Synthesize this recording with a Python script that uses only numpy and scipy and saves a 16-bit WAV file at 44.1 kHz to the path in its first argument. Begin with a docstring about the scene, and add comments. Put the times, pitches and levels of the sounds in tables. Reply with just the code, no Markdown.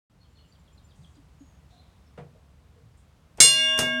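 """Boxing bell on a wooden bench

A worn bell's lever is pulled down, clunks, and trips the hammer against the gong, whose paired modes
beat as they decay. On its way back the lever clacks home and jolts the gong again. An automatic gain
control ducks under the blow and recovers, so the low partials swell as the bright ones die.
The room is quiet; small birds chirp faintly outside."""
import sys
import numpy as np
from scipy import signal
from scipy.fft import rfft, irfft
from scipy.io import wavfile
from scipy.ndimage import uniform_filter1d

SR = 44100
rng = np.random.default_rng(int(sys.argv[2]) if len(sys.argv) > 2 else 0)


def master(y):
    """Save y as 16-bit WAV."""
    cut = np.clip(np.atleast_2d(y).T, -1, 1)
    pcm = np.round(cut * 32767)  # scale
    wavfile.write(sys.argv[1], SR, pcm.astype(np.int16))


N = 176400

# Blows on the gong: start_s, gain_db at the lowest mode, tilt_db_per_octave
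GONG_BLOWS = [(3.4024, -2, 1), (3.789, 4.5, -10)]
# The gong's modes, plus a faint tone near twice 1617 Hz that follows that mode, each with a close twin:
# pitch_hz, twin_offset_hz
GONG_MODES = [(246, 4.5), (632, 2.6), (1093, 2.3), (1617, 3.7), (1979, 15.0), (2188, 4.2), (2196, 12),
              (2709, 4.0), (2814, 2.8), (3240, 3), (3490, 2.9), (4001, 3.9), (4210, 1.5), (4431, 25.0),
              (4988, 2.7), (5107, 3.2), (5192, 2.9), (5555, 10.0), (5631, 3.4), (5668, 4.1), (5709, 17),
              (5811, 3.2), (6419, 6.0), (6679, 2.0), (7187, 4.0), (7336, 2.0), (7525, 18.0), (7609, 3.1),
              (7677, 5), (8586, 3.0), (8798, 25.0), (9009, 6.7), (9120, 4.7), (9242, 5), (9610, 10.9),
              (9838, 3.7), (10049, 1.5), (10693, 5.0), (11085, 5), (11422, 8.3), (11499, 25), (11828, 13.3),
              (12527, 18.4), (13505, 6), (14252, 3.6), (14530, 6), (14970, 6), (15560, 8.0), (16440, 6)]
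# Decay of the same pairs, in order: level_db, t60_s, twin_relative_db, twin_t60_s
GONG_DECAYS = [(-39, 40, -0.5, 0.98), (-31, 42, -18.0, 12), (-29, 2.32, -4.5, 3.5),
               (-24.5, 14.3, -5.5, 0.79), (-38.5, 1.5, 17, 0.467), (-30.5, 3.7, -3.5, 10.19),
               (3, 0.178, -18, 0.27), (-32, 0.5, -14, 6.6), (-2.5, 1.1215, -9, 0.86), (-43.5, 4, 19, 1.0),
               (-9.5, 1.1065, 5.5, 0.407), (3, 0.085, -7.5, 0.17), (-6.5, 0.5, -4, 0.501),
               (-24.5, 0.47, -2, 0.17), (-3.0, 0.372, -13.5, 0.407), (-15, 0.381, -11, 0.41),
               (-6, 0.079, 5, 0.204), (-12.5, 0.416, 13.5, 0.15), (-21, 0.993, 11, 0.41),
               (-4, 0.15, -11, 0.539), (-14.5, 0.417, -3.5, 0.24), (-17.5, 0.2, -3.5, 0.66),
               (4.5, 0.124, -6, 0.102), (2.5, 0.249, -19.5, 0.551), (-1, 0.213, -19.5, 0.2),
               (-19.5, 0.36, -7, 0.61), (2, 0.16, -9.5, 0.08), (-0.5, 0.242, 7, 0.16),
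               (-36, 0.88, -16, 0.34), (-0.5, 0.35, 4, 0.3505), (-12, 0.22, -4.5, 0.14),
               (-9.5, 0.32, -23.5, 0.896), (-10.0, 0.3, -18.5, 0.31), (-4.5, 0.164, -6.5, 0.28),
               (3.5, 0.182, -18, 0.19), (-19.5, 0.37, -18.0, 0.49), (-26, 0.5, 1, 0.4),
               (-5, 0.218, -5.5, 0.24), (-30, 0.4, -6.5, 0.27), (-9.5, 0.244, -21.5, 0.52),
               (-32, 0.29, 0, 0.35), (-15.5, 0.197, -18.5, 0.15), (-30, 0.25, -0.5, 0.15),
               (-30, 0.25, -6, 0.18), (-25.5, 0.18, -3.5, 0.2), (-36, 0.22, -10, 0.2),
               (-43.5, 0.4, -1.5, 0.2), (-22, 0.13, -12, 0.16), (-21, 0.2, -10.5, 0.2)]
# The hammer crashing on the gong: start_s, level_db
HAMMER_HITS = [(3.4025, 2.5)]
# Spectrum of the crash: frequency_hz, relative_db
HAMMER_SPECTRUM = [(40, -14.5), (120, -3.5), (220, -12), (450, 0.5), (800, -8.5), (1500, -1.5),
                   (2800, -2.5), (4500, 7), (6500, 4), (9000, 0.5), (11500, -11), (15000, -18.5),
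                   (17000, -33.5)]
# The lever catching and slipping on its pawl: start_s, level_db
PAWL_HITS = [(2.1755, -44.5), (2.181, -48), (2.193, -60.5), (3.382, -39)]
# Spectrum of the pawl's clunk: frequency_hz, relative_db
PAWL_SPECTRUM = [(40, -8.5), (130, 5), (250, -3.5), (450, 3), (750, -1), (1100, -7), (1800, -10.5),
                 (3200, -18.5), (5000, -29.5), (9000, -32), (12000, -49), (17000, -52.5)]
# A light lever tick just before the blow, then the lever snapping home and rattling: start_s, level_db
SNAP_HITS = [(3.373, -57), (3.777, -36), (3.7888, -19), (3.7925, -27), (3.804, -30)]
# Spectrum of the snap: frequency_hz, relative_db
SNAP_SPECTRUM = [(40, -5), (120, 3), (220, -4), (480, 3), (850, -2), (2000, -5), (4200, -9), (5500, -2),
                 (6000, -5), (6500, 2), (7300, -7), (8500, 2), (9600, -7), (10700, -14), (11300, -9),
                 (12500, -18), (15000, -19), (16000, -36), (17000, -42)]
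# Decay of ironwork and room, before each impact's scaling: frequency_hz, t60_s
IRON_DECAY = [(100, 0.307), (400, 0.4203), (1200, 0.2764), (4000, 0.2297), (8000, 0.1712), (15000, 0.19)]
# Jolts to the back plate and bench: start_s, level_db
HOUSING_JOLTS = [(2.185, -37.5), (3.403, -19), (3.79, -32)]
# Modes of the back plate and bench: pitch_hz, relative_db, t60_s
HOUSING_MODES = [(141, 0, .42), (165, -6, .4), (408, -11, .3), (478, -5, .25), (705, -8, .18)]
# Knocks and creaks of the handled frame: start_s, level_db, centre_hz, width_hz, decay_s
FRAME_KNOCKS = [(.986, -49, 153.9, 50.5, 0.057), (1.165, -56.5, 265, 69.7, 0.06),
                (1.405, -49.5, 275.2, 34.8, 0.0493), (1.7, -65.5, 717.3, 89, 0.138),
                (2.345, -60, 536, 260, 0.0506), (2.76, -62.5, 470, 90, .07),
                (2.83, -52.5, 129.6, 60, 0.075), (3.785, -41, 98, 58.5, 0.047)]
# Dry scrapes of the lever: start_s, level_db, centre_hz, width_hz, decay_s
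LEVER_SCRAPES = [(.95, -74, 7500, 4000, 0.263), (1.15, -70, 7000, 2500, 0.017),
                 (1.7, -69.5, 3830, 915, 0.228), (1.7, -74, 6000, 5000, 0.077),
                 (2.97, -71.5, 8120, 3000, 0.057)]
# Bird notes: start_s, length_s, first_hz, last_hz, level_db
BIRD_NOTES = [(0.193, 0.0577, 4290, 4326, -67), (0.245, 0.026, 3408, 2980, -64),
              (0.34, 0.088, 4300, 4300, -62.5), (0.364, .03, 4020, 2910, -60),
              (.418, 0.049, 3600, 2705, -64), (0.53, 0.034, 4900, 3030, -67),
              (0.652, 0.0386, 4900, 3050, -67), (0.768, 0.037, 4940, 3030, -64),
              (0.892, 0.0349, 4900, 3084, -62.5), (1.013, 0.0466, 4900, 2980, -60.5),
              (1.143, 0.0386, 4900, 3030, -64.5), (0.295, 0.037, 7360, 7220, -70.5),
              (0.453, 0.056, 7400, 7190, -71.5), (0.58, 0.037, 7400, 7250, -72),
              (0.713, 0.0394, 7280, 7100, -70.5), (.835, 0.029, 7200, 7200, -66),
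              (.96, .03, 7220, 7180, -77.5), (0.512, 0.029, 4620, 4653, -65),
              (.765, 0.027, 4800, 4810, -67.5), (0.883, 0.033, 4900, 4730, -67.5),
              (1.01, 0.028, 4900, 4783, -69), (1.135, 0.039, 4840, 4815, -69.5),
              (1.382, 0.175, 6488, 6600, -69), (1.378, 0.1, 6980, 6720, -70),
              (1.71, 0.105, 4180, 4070, -67.5), (1.83, 0.0301, 3643, 3150, -72),
              (2.049, 0.047, 5510, 5250, -68.5)]
# Spectrum of the room tone: frequency_hz, relative_db
ROOM_SPECTRUM = [(25, -20.5), (45, -4.5), (76, 1.5), (98, -8.5), (125, -8), (172, -9.5), (205, -16.5),
                 (267, -18.5), (370, -25.5), (474, -24), (650, -26), (1100, -27.5), (1700, -33),
                 (3200, -36), (6000, -41.5), (9000, -44.5), (10500, -47.5), (16800, -54)]
# Room tone over time: time_s, level_db
ROOM_LEVELS = [(.1, -59.5), (.3, -57), (.5, -56), (1.9, -55), (2.6, -56.5), (3.3, -56)]


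def gong(gain_db, tilt_db, modes, contact_s=0.00317, bloom_db=-12.5, bloom_s=0.0191):
    """Beating: two damped modes close in pitch pulse at their difference frequency."""
    t = np.arange(SR) / SR
    ring = np.zeros(SR)
    for (hz, offset_hz), (db, t60, twin_db, twin_t60) in modes:
        mode = amp(-60 * t / t60) * np.sin(2 * np.pi * hz * t)
        twin = amp(twin_db - 60 * t / twin_t60) * np.sin(2 * np.pi * (hz + offset_hz) * t)
        octaves = np.log2(hz / GONG_MODES[0][0])
        ring += amp(db + gain_db + tilt_db * octaves) * (mode + twin)
    bloom = amp(bloom_db * np.exp(-t / bloom_s))  # the ring builds up as the room answers
    return ring * np.minimum(t / contact_s, 1) * bloom


def shimmer_modes(count=64, level_db=-27, spread_db=6, t60_s=0.24):
    """Modal density: many weak pairs, scattered between the gong's strong ones, merge into a shimmer."""
    modes = []
    for hz, deviation in zip(rng.uniform(4300, 15500, count), rng.standard_normal(count)):
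        rolloff_db = -20.5 * np.log2(max(hz / 8000, 1))
        db = level_db + spread_db * deviation + rolloff_db
        modes.append(((hz, 5), (db, t60_s, -6, t60_s)))  # columns as in GONG_MODES and GONG_DECAYS
    return modes


def impacts(hits, spectrum, crack_db, crack_s, t60_scale, tail_db, tail_t60_s):
    """Impulse response: after a crack, dense modes of ironwork and room die away as noise."""
    out = np.zeros(N)
    t = np.arange(SR) / SR
    crack = 1 + amp(crack_db) * np.exp(-t / crack_s)
    onset = np.minimum(t / 0.0015, 1)
    for start_s, level_db in hits:
        burst = noise(lambda hz: amp(at_frequency(spectrum, hz)), SR)
        band_hz, age_s, bands = signal.stft(burst, SR, nperseg=256)
        t60_s = t60_scale * at_frequency(IRON_DECAY, band_hz)[:, None]
        decay = amp(-60 * age_s / t60_s) + amp(tail_db - 60 * age_s / tail_t60_s)
        ring = signal.istft(bands * decay, SR, nperseg=256)[1][:SR]
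        add(out, start_s, amp(level_db) * ring * crack * onset)
    return out


def housing(level_db, rise_s=0.006):
    """Free vibration: the jolted back plate and bench give a hollow knock in a few low modes."""
    t = np.arange(SR) / SR
    ring = sum(amp(level_db + db - 60 * t / t60) * np.sin(2 * np.pi * hz * t)
               for hz, db, t60 in HOUSING_MODES)
    return ring * np.minimum(t / rise_s, 1)


def rub(level_db, centre_hz, width_hz, decay_s, rise_s=0.00555):
    """Broad resonance: a knock or scrape excites a short shudder in one band of noise."""
    t = np.arange(SR // 2) / SR
    band = noise(lambda hz: 1 / (1 + (2 * (hz - centre_hz) / width_hz) ** 4), len(t))
    envelope = np.minimum(t / rise_s, 1) * np.exp(-(t / decay_s) ** 2)
    return amp(level_db) * unit(band * envelope) * np.sqrt(np.mean(envelope ** 2))


def birds(flutter_db=6.5, flutter_s=0.004, swell_db=9, direct_db=-3, echo_db=-4, echo_t60_s=0.28):
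    """Reverberation: reflections blur distant whistles, most of which fall in pitch as they swell."""
    calls = np.zeros(N)
    for start_s, length_s, first_hz, last_hz, level_db in BIRD_NOTES:
        progress = np.linspace(0, 1, round(length_s * SR))
        pitch_hz = last_hz + (first_hz - last_hz) * (1 - progress) ** 1.3  # the glide slows at its end
        flutter = unit(uniform_filter1d(rng.standard_normal(len(progress)), round(flutter_s * SR)))
        gain = amp(level_db + flutter_db * flutter + swell_db * (progress - 1))
        arch = np.sqrt(abs(np.sin(np.pi * progress)))
        add(calls, start_s, gain * arch * np.sin(2 * np.pi * np.cumsum(pitch_hz) / SR))
    t = np.arange(SR // 2) / SR
    reflections = rng.standard_normal(len(t)) * amp(-60 * t / echo_t60_s)
    echo = signal.fftconvolve(calls, reflections / np.linalg.norm(reflections))[:N]
    return amp(direct_db) * calls + amp(echo_db) * echo


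def room_tone(low_cut_hz=28):
    """Ambient noise: a continuous spectrum, strong in low rumble and faint in hiss."""
    air = noise(lambda hz: amp(at_frequency(ROOM_SPECTRUM, hz)) * hz**2 / (hz**2 + low_cut_hz**2), N)
    level_db = np.interp(np.arange(N) / SR, *np.transpose(ROOM_LEVELS))
    return air * amp(level_db)


def amp(db):
    """Decibels as an amplitude ratio."""
    return 10 ** (np.asarray(db) / 20)


def unit(x):
    """Normalisation to rms 1."""
    return x / np.sqrt(np.mean(x ** 2) + 1e-20)


def at_frequency(table, hz):
    """Interpolation on a log-frequency axis."""
    table_hz, values = np.transpose(table)
    return np.interp(np.log(hz + 1), np.log(table_hz + 1), values)


def add(mix, start_s, sound):
    """Superposition of a sound on the mix."""
    part = mix[round(start_s * SR):][:len(sound)]
    part += sound[:len(part)]


def noise(gain_at, size):
    """Spectral shaping: white noise weighted by gain_at(hz), at rms 1."""
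    white = rfft(rng.standard_normal(size))
    return unit(irfft(white * gain_at(np.fft.rfftfreq(size, 1 / SR)), size))


def scene():
    """Superposition: the bell, its mechanism and the background sum in one channel."""
    mix = room_tone() + birds()
    mix += impacts(HAMMER_HITS, HAMMER_SPECTRUM, crack_db=-39.5, crack_s=0.0037,
                   t60_scale=0.8, tail_db=-37, tail_t60_s=0.85)
    mix += impacts(PAWL_HITS, PAWL_SPECTRUM, crack_db=-18, crack_s=0.0025,
                   t60_scale=0.877, tail_db=-40.5, tail_t60_s=1.0)
    mix += impacts(SNAP_HITS, SNAP_SPECTRUM, crack_db=7, crack_s=0.003,
                   t60_scale=0.885, tail_db=-32.5, tail_t60_s=1.0)
    modes = list(zip(GONG_MODES, GONG_DECAYS)) + shimmer_modes()
    for start_s, gain_db, tilt_db in GONG_BLOWS:
        add(mix, start_s, gong(gain_db, tilt_db, modes))
    for events, source in (HOUSING_JOLTS, housing), (FRAME_KNOCKS, rub), (LEVER_SCRAPES, rub):
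        for start_s, *settings in events:
            add(mix, start_s, source(*settings))
    return mix[None]


def record(dry):
    """Compression: gain falls as power passes a threshold; soft clipping and a low-pass follow."""
    threshold_db, share_removed, attack_s, recovery_db_per_s = -27, 0.4593, 0.0042, 124
    silent_until_s, cutoff_hz = 0.098, 17000
    t = np.arange(N) / SR
    pole = np.exp(-1 / (attack_s * SR))
    power_db = 10 * np.log10(signal.lfilter([1 - pole], [1, -pole], dry[0] ** 2) + 1e-12)
    fall_db = t * recovery_db_per_s
    held_db = np.maximum.accumulate(power_db + fall_db) - fall_db  # each peak is held and sinks steadily
    excess_db = uniform_filter1d(np.maximum(held_db - threshold_db, 0), size=64)
    ducked = dry * amp(-share_removed * excess_db) * (t > silent_until_s)
    clipped = ducked / (1 + ducked ** 8) ** (1 / 8)
    low_pass = signal.firwin(511, cutoff_hz, window=("kaiser", 9), fs=SR)
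    return signal.oaconvolve(clipped, low_pass[None], "same")


dry = scene()
out = record(dry)
master(out)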